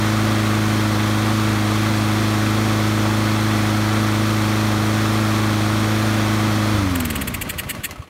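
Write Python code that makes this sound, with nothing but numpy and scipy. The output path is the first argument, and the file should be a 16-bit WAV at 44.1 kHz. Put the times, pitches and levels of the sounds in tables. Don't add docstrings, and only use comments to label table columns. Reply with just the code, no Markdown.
import sys
import numpy as np
from scipy import signal
from scipy.fft import rfft, irfft, next_fast_len
from scipy.io import wavfile

SR = 44100
rng = np.random.default_rng(int(sys.argv[2]) if len(sys.argv) > 2 else 0)


def dump(signal):
    limited = np.clip(np.atleast_2d(signal).T, -1, 1)
    pcm = np.round(limited * 32767).astype(np.int16)
    wavfile.write(sys.argv[1], SR, pcm)


N = 356769
TIME = np.arange(N) / SR
BRAKE_S, CUT_S = 6.727, 6.753
GOVERNED, SLOW_SPEED = 53.2, 34
# (frequency [Hz], width [Hz], gain [dB])
MOWER_ON_PAVING = [(580, 74, -2.5), (783, 130, 0.5), (1146, 69, 1.5), (1313, 117, 1.5), (1570, 110, -4.5),
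                   (2880, 270, -2.5), (4220, 270, 1.5), (4930, 380, -2), (5900, 1300, 1), (7700, 900, -2.5),
                   (10450, 530, -3)]
# (frequency [Hz], width [Hz], gain [dB])
BLOCK = [(581, 100, 2.9), (1120, 73, 6.6), (1270, 80, 3.8), (3220, 160, 4.1), (4270, 300, 4.9),
         (6400, 200, 4), (10100, 300, 4)]


def crank(hunt=.0055, hunt_hz=3, unsteady=.003):
    brake_loss, drag_loss = 33.31, 10.11
    braking_s = np.maximum(TIME - BRAKE_S, 0)
    ratio = np.sqrt(brake_loss / drag_loss)
    pace = ratio * np.tan(np.arctan(1 / ratio) - np.sqrt(brake_loss * drag_loss) * braking_s / GOVERNED)
    firing = np.clip((BRAKE_S - TIME) * 10, 0, 1)
    speed = GOVERNED * pace * (1 + firing * (hunt * waver(hunt_hz) + unsteady * waver(25)))
    turns = np.cumsum(speed) / SR
    return speed, turns - np.interp(CUT_S, TIME, turns)


def blade(speed, turns, pace_db, fall=1.8, flutter=0.022, phase_spread=0.046):
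    # (frequency [x crank speed], level [dB])
    partials = [(2, -16.5), (4, -26), (6, -26.5), (8, -32), (10, -38.5)]
    # (frequency [Hz], gain [dB])
    deck = [(25, -28), (50, -11), (80, -13), (106, -5), (145, -6), (180, -2.5), (212, 1), (260, 7),
            (320, -1), (420, -16), (600, -4)]
    hum = np.zeros(N)
    for k, db in partials:
        level = amp(db + level_at(deck, k * speed)) * (1 + flutter * waver(32))
        hum += level * np.cos(2 * np.pi * k * turns + phase_spread * k ** 2)
    return np.sqrt(2) * hum * amp(fall * pace_db)


def churned_air(turns, pace_db, rumble_db=-33, rush_db=-26, rumble_fall=1.35, rush_fall=2.75):
    # (frequency [Hz], level [dB])
    rumble_spectrum = [(20, -40), (45, -5), (100, -28), (160, -4.5), (215, -1.5), (265, 6), (320, -5.5),
                       (390, -5.5), (600, -31)]
    # (frequency [Hz], level [dB])
    rush_spectrum = [(210, -47), (350, -14), (373, -11), (482, -12.5), (538, -4), (897, -9.5), (1160, -4),
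                     (1570, -9.5), (2260, -11), (2830, -15), (3260, -13), (5800, -20.5), (7720, -24),
                     (15100, -32.5), (15800, -69)]
    each_tip = .063 * np.cos(4 * np.pi * (turns - .08))
    each_turn = .036 * np.cos(2 * np.pi * (turns - .1))
    each_cycle = .018 * np.cos(np.pi * (turns - 1.5))
    gusts = .027 * waver(9.3)
    rumble = noise(rumble_spectrum) * amp(rumble_db + rumble_fall * pace_db)
    rush = noise(rush_spectrum, MOWER_ON_PAVING) * amp(rush_db + rush_fall * pace_db)
    return (1 + each_tip + each_turn + each_cycle + gusts) * (rumble + rush)


def exhaust(turns, pace_db, open_turns=1.05, uneven=0.12, stray=0.39, unfired_db=-3, fall=0.78):
    # (frequency [x crank speed], level [dB])
    partials = [(.5, -65), (1, -38), (1.5, -41), (2.5, -36.5), (3, -43), (3.5, -51), (4.5, -37.5), (5, -51),
                (6.5, -37.5), (7, -44), (7.5, -46), (8.5, -42.5), (9.5, -44.5), (10.5, -46), (11, -43.5),
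                (12, -62), (13, -48.5), (14, -45.5), (16, -45.5)]
    throb = np.zeros(N)
    for k, db in partials:
        wander = 1 + stray * k / (k + 5) * waver(7.1)
        throb += amp(db) * wander * np.sin(2 * np.pi * k * (turns - open_turns))
    unfired = np.clip((TIME - CUT_S) / .05, 0, 1)
    return np.sqrt(2) * throb * (1 + uneven * waver(32)) * amp(unfired_db * unfired + fall * pace_db)


def clatter(turns, pace_db, db=-33, t60=0.073, uneven_db=2, play_turns=.012, fall=1.2):
    # (position [share of a cycle], level [dB])
    knocks = [(.75, 0.5), (0.98, -2.5), (.31, -2.5), (.51, -3.5)]
    # (frequency [Hz], level [dB])
    spectrum = [(300, -41), (550, -8.5), (900, 2), (1250, 2), (1600, 5.5), (2100, -4.5), (2900, -9),
                (3500, -8), (7000, -32), (16000, -51)]
    out, t = np.zeros(N), np.arange(SR // 12) / SR
    for share, knock_db in knocks:
        cycles = (turns + play_turns * waver(30)) / 2 - share
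        count = np.floor(np.maximum.accumulate(cycles))
        ring = noise(spectrum, MOWER_ON_PAVING, size=len(t)) * amp(-60 * t / t60)
        blows = np.diff(count, prepend=count[0]) * amp(knock_db + uneven_db * rng.standard_normal(N))
        out += signal.oaconvolve(blows, ring)[:N]
    return amp(db) * unit(out * amp(fall * pace_db))


def muffler_hiss(turns, pace_db, db=-43, depth=0.26, fall=3):
    # (frequency [Hz], level [dB])
    spectrum = [(1500, -23), (4000, -2), (8500, 0), (12000, -8.5), (16000, -10)]
    swell = 1 + depth * np.cos(np.pi * (turns - 1.65))
    return swell * noise(spectrum, MOWER_ON_PAVING) * amp(db + fall * pace_db)


def pumping(speed, turns, pace_db, db=-19, hz=85, width_s=0.0076, fall=2.2):
    offset_s = ((turns + 1) % 2 - 1) / speed
    throb = np.cos(2 * np.pi * hz * offset_s) * np.exp(-.5 * (offset_s / width_s) ** 2)
    return (turns > -1) * throb * amp(db + fall * pace_db)


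def release_spits(speed, turns, pace_db, db=-22, engage_speed=45.7, width_turns=0.17, widest_s=0.0099):
    # (frequency [Hz], level [dB])
    spectrum = [(900, -37), (1500, -12), (1900, -2.5), (2900, -2.5), (3800, -9), (4600, -11), (5600, -23.5),
                (6600, -12), (7900, -8), (10000, -9.5), (11600, -17.5), (13000, -1), (13950, -16.5),
                (16000, -13)]
    # (frequency [Hz], width [Hz], gain [dB])
    port = [(1860, 240, 3.5), (2400, 170, 1.5), (2810, 200, 3.5), (3870, 320, -9), (8050, 550, 3),
            (9420, 220, 1), (10200, 300, -3), (10660, 450, 4), (13550, 300, 5), (14600, 300, 3)]
    gate, t = np.zeros(N), np.arange(-SR // 20, SR // 20) / SR
    for s, speed_now in passes(speed, turns, angle=1.829):
        width = min(width_turns / speed_now, widest_s) * np.where(t < 0, .97, 1)
        puff = np.exp(-.5 * abs(t / width) ** 2.9)
        add(gate, s + t[0], amp(db) * below(speed_now, engage_speed, ramp=2) * puff)
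    jet = noise(spectrum, port)
    chuff = signal.sosfiltfilt(signal.butter(3, 4200, fs=SR, output="sos"), jet)
    hiss = jet - chuff
    return gate * (hiss + chuff * amp(-1 - .23 * pace_db))


def brake(speed, db=-33, bite_s=.17, fade_speed=14, grab_db=2.1):
    # (frequency [Hz], level [dB])
    spectrum = [(30, -20), (80, 9.5), (250, 7.5), (420, 1), (620, 0), (850, -4), (1200, -2.5), (1600, -7),
                (2200, -3), (4200, -14.5), (6500, -19), (9900, -21.5), (11000, -21), (16000, -30)]
    pressure = np.clip((TIME - BRAKE_S) / bite_s, 0, 1) ** 2
    sliding = speed / np.hypot(speed, fade_speed)
    return noise(spectrum, BLOCK) * pressure * sliding * amp(db + grab_db * waver(50))


def gulps(speed, turns, width_s=0.0045):
    # (crank angle [turns], level [dB], pitch [Hz])
    strokes = [(1.16, -21, 96), (0.48, -31, 109)]
    out, t = np.zeros(N), np.arange(-SR // 20, SR // 20) / SR
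    for angle, db, hz in strokes:
        thump = amp(db) * np.sin(2 * np.pi * hz * t) * np.exp(-.5 * (t / width_s) ** 2)
        for s, speed_now in passes(speed, turns, angle):
            add(out, s + t[0], below(speed_now, SLOW_SPEED, ramp=9) * thump)
    return out


def valve_ticks(speed, turns, db=-27, lag_s=0.016):
    out = np.zeros(N)
    for s, speed_now in passes(speed, turns, angle=.28):
        tick = tap(hz=2030, ring_db=-6, tilt_db=6 - .36 * speed_now)
        add(out, s + lag_s, amp(db) * below(speed_now, SLOW_SPEED, ramp=12) * tick)
    return out


def clinks():
    # (time [s], level [dB], pitch [Hz])
    strikes = [(7.804, -40, 1510), (7.888, -38, 1100), (7.957, -36, 1290), (8.021, -36, 1110)]
    out = np.zeros(N)
    for s, db, hz in strikes:
        add(out, s, amp(db) * tap(hz, ring_db=1, tilt_db=-1))
    return out


def tap(hz, ring_db, tilt_db, rise_s=.002, t60=0.05, ring_t60=0.061):
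    # (frequency [Hz], level [dB])
    spectrum = [(200, -18), (600, -3), (1200, -3), (1600, -5), (2200, -4), (3700, -13), (5500, -13),
                (8000, -17), (16000, -24)]
    t = np.arange(SR // 8) / SR
    tick = noise(spectrum, BLOCK, size=len(t), tilt_db=tilt_db) * amp(-60 * t / t60)
    ring = np.sqrt(2) * np.sin(2 * np.pi * hz * t) * amp(ring_db - 60 * t / ring_t60)
    return np.minimum(t / rise_s, 1) * (tick + ring)


def wall(direct, db=-14, t60=0.052, delay_s=0.0062):
    t = np.arange(SR // 4) / SR
    tail = rng.standard_normal(len(t)) * (t > delay_s) * amp(-60 * t / t60)
    return direct + amp(db) * signal.oaconvolve(direct, tail / np.linalg.norm(tail))[:N]


def passes(speed, turns, angle):
    times = np.interp(np.arange(angle, turns[-1], 2), turns, TIME)
    return zip(times, np.interp(times, TIME, speed))


def below(speed, limit, ramp):
    return np.clip((limit - speed) / ramp, 0, 1)


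def noise(spectrum, modes=(), size=N, tilt_db=0):
    n = next_fast_len(size)
    hz = np.fft.rfftfreq(n, 1 / SR)
    colour_db = level_at(spectrum, hz) + tilt_db * np.log2(np.maximum(hz, spectrum[2][0]))
    colour_db += sum(db * .5 ** ((2 * (hz - centre) / width) ** 2) for centre, width, db in modes)
    return unit(irfft(rfft(rng.standard_normal(n)) * amp(colour_db), n)[:size])


def waver(rate_hz):
    hz = np.fft.rfftfreq(N, 1 / SR)
    return unit(irfft(rfft(rng.standard_normal(N)) / (1 + (hz / rate_hz) ** 4), N))


def level_at(spectrum, hz):
    points_hz, db = np.transpose(spectrum)
    return np.interp(np.log(hz + 1), np.log(points_hz + 1), db)


def amp(db):
    return 10 ** (np.asarray(db) / 20)


def unit(x):
    return x / np.sqrt(np.mean(x ** 2) + 1e-20)


def add(mix, s, sound):
    part = mix[max(round(s * SR), 0):][:len(sound)]
    part += sound[:len(part)]


def scene():
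    speed, turns = crank()
    pace_db = 20 * np.log10(speed / GOVERNED)
    engine = exhaust(turns, pace_db) + muffler_hiss(turns, pace_db) + clatter(turns, pace_db)
    spits = release_spits(speed, turns, pace_db)
    coasting = brake(speed) + valve_ticks(speed, turns) + clinks() + gulps(speed, turns)
    stopping = pumping(speed, turns, pace_db) + wall(spits + coasting)
    mower = engine + stopping + blade(speed, turns, pace_db) + churned_air(turns, pace_db)
    return np.array([mower, mower])


def record(dry, low_hz=36, high_hz=15780):
    low_cut = signal.butter(3, low_hz, "highpass", fs=SR, output="sos")
    high_cut = signal.firwin(511, high_hz, window=("kaiser", 9), fs=SR)
    lean = signal.sosfiltfilt(low_cut, dry, padtype="even")
    return signal.oaconvolve(lean, high_cut[None], "same")


dry = scene()
out = record(dry)
dump(out)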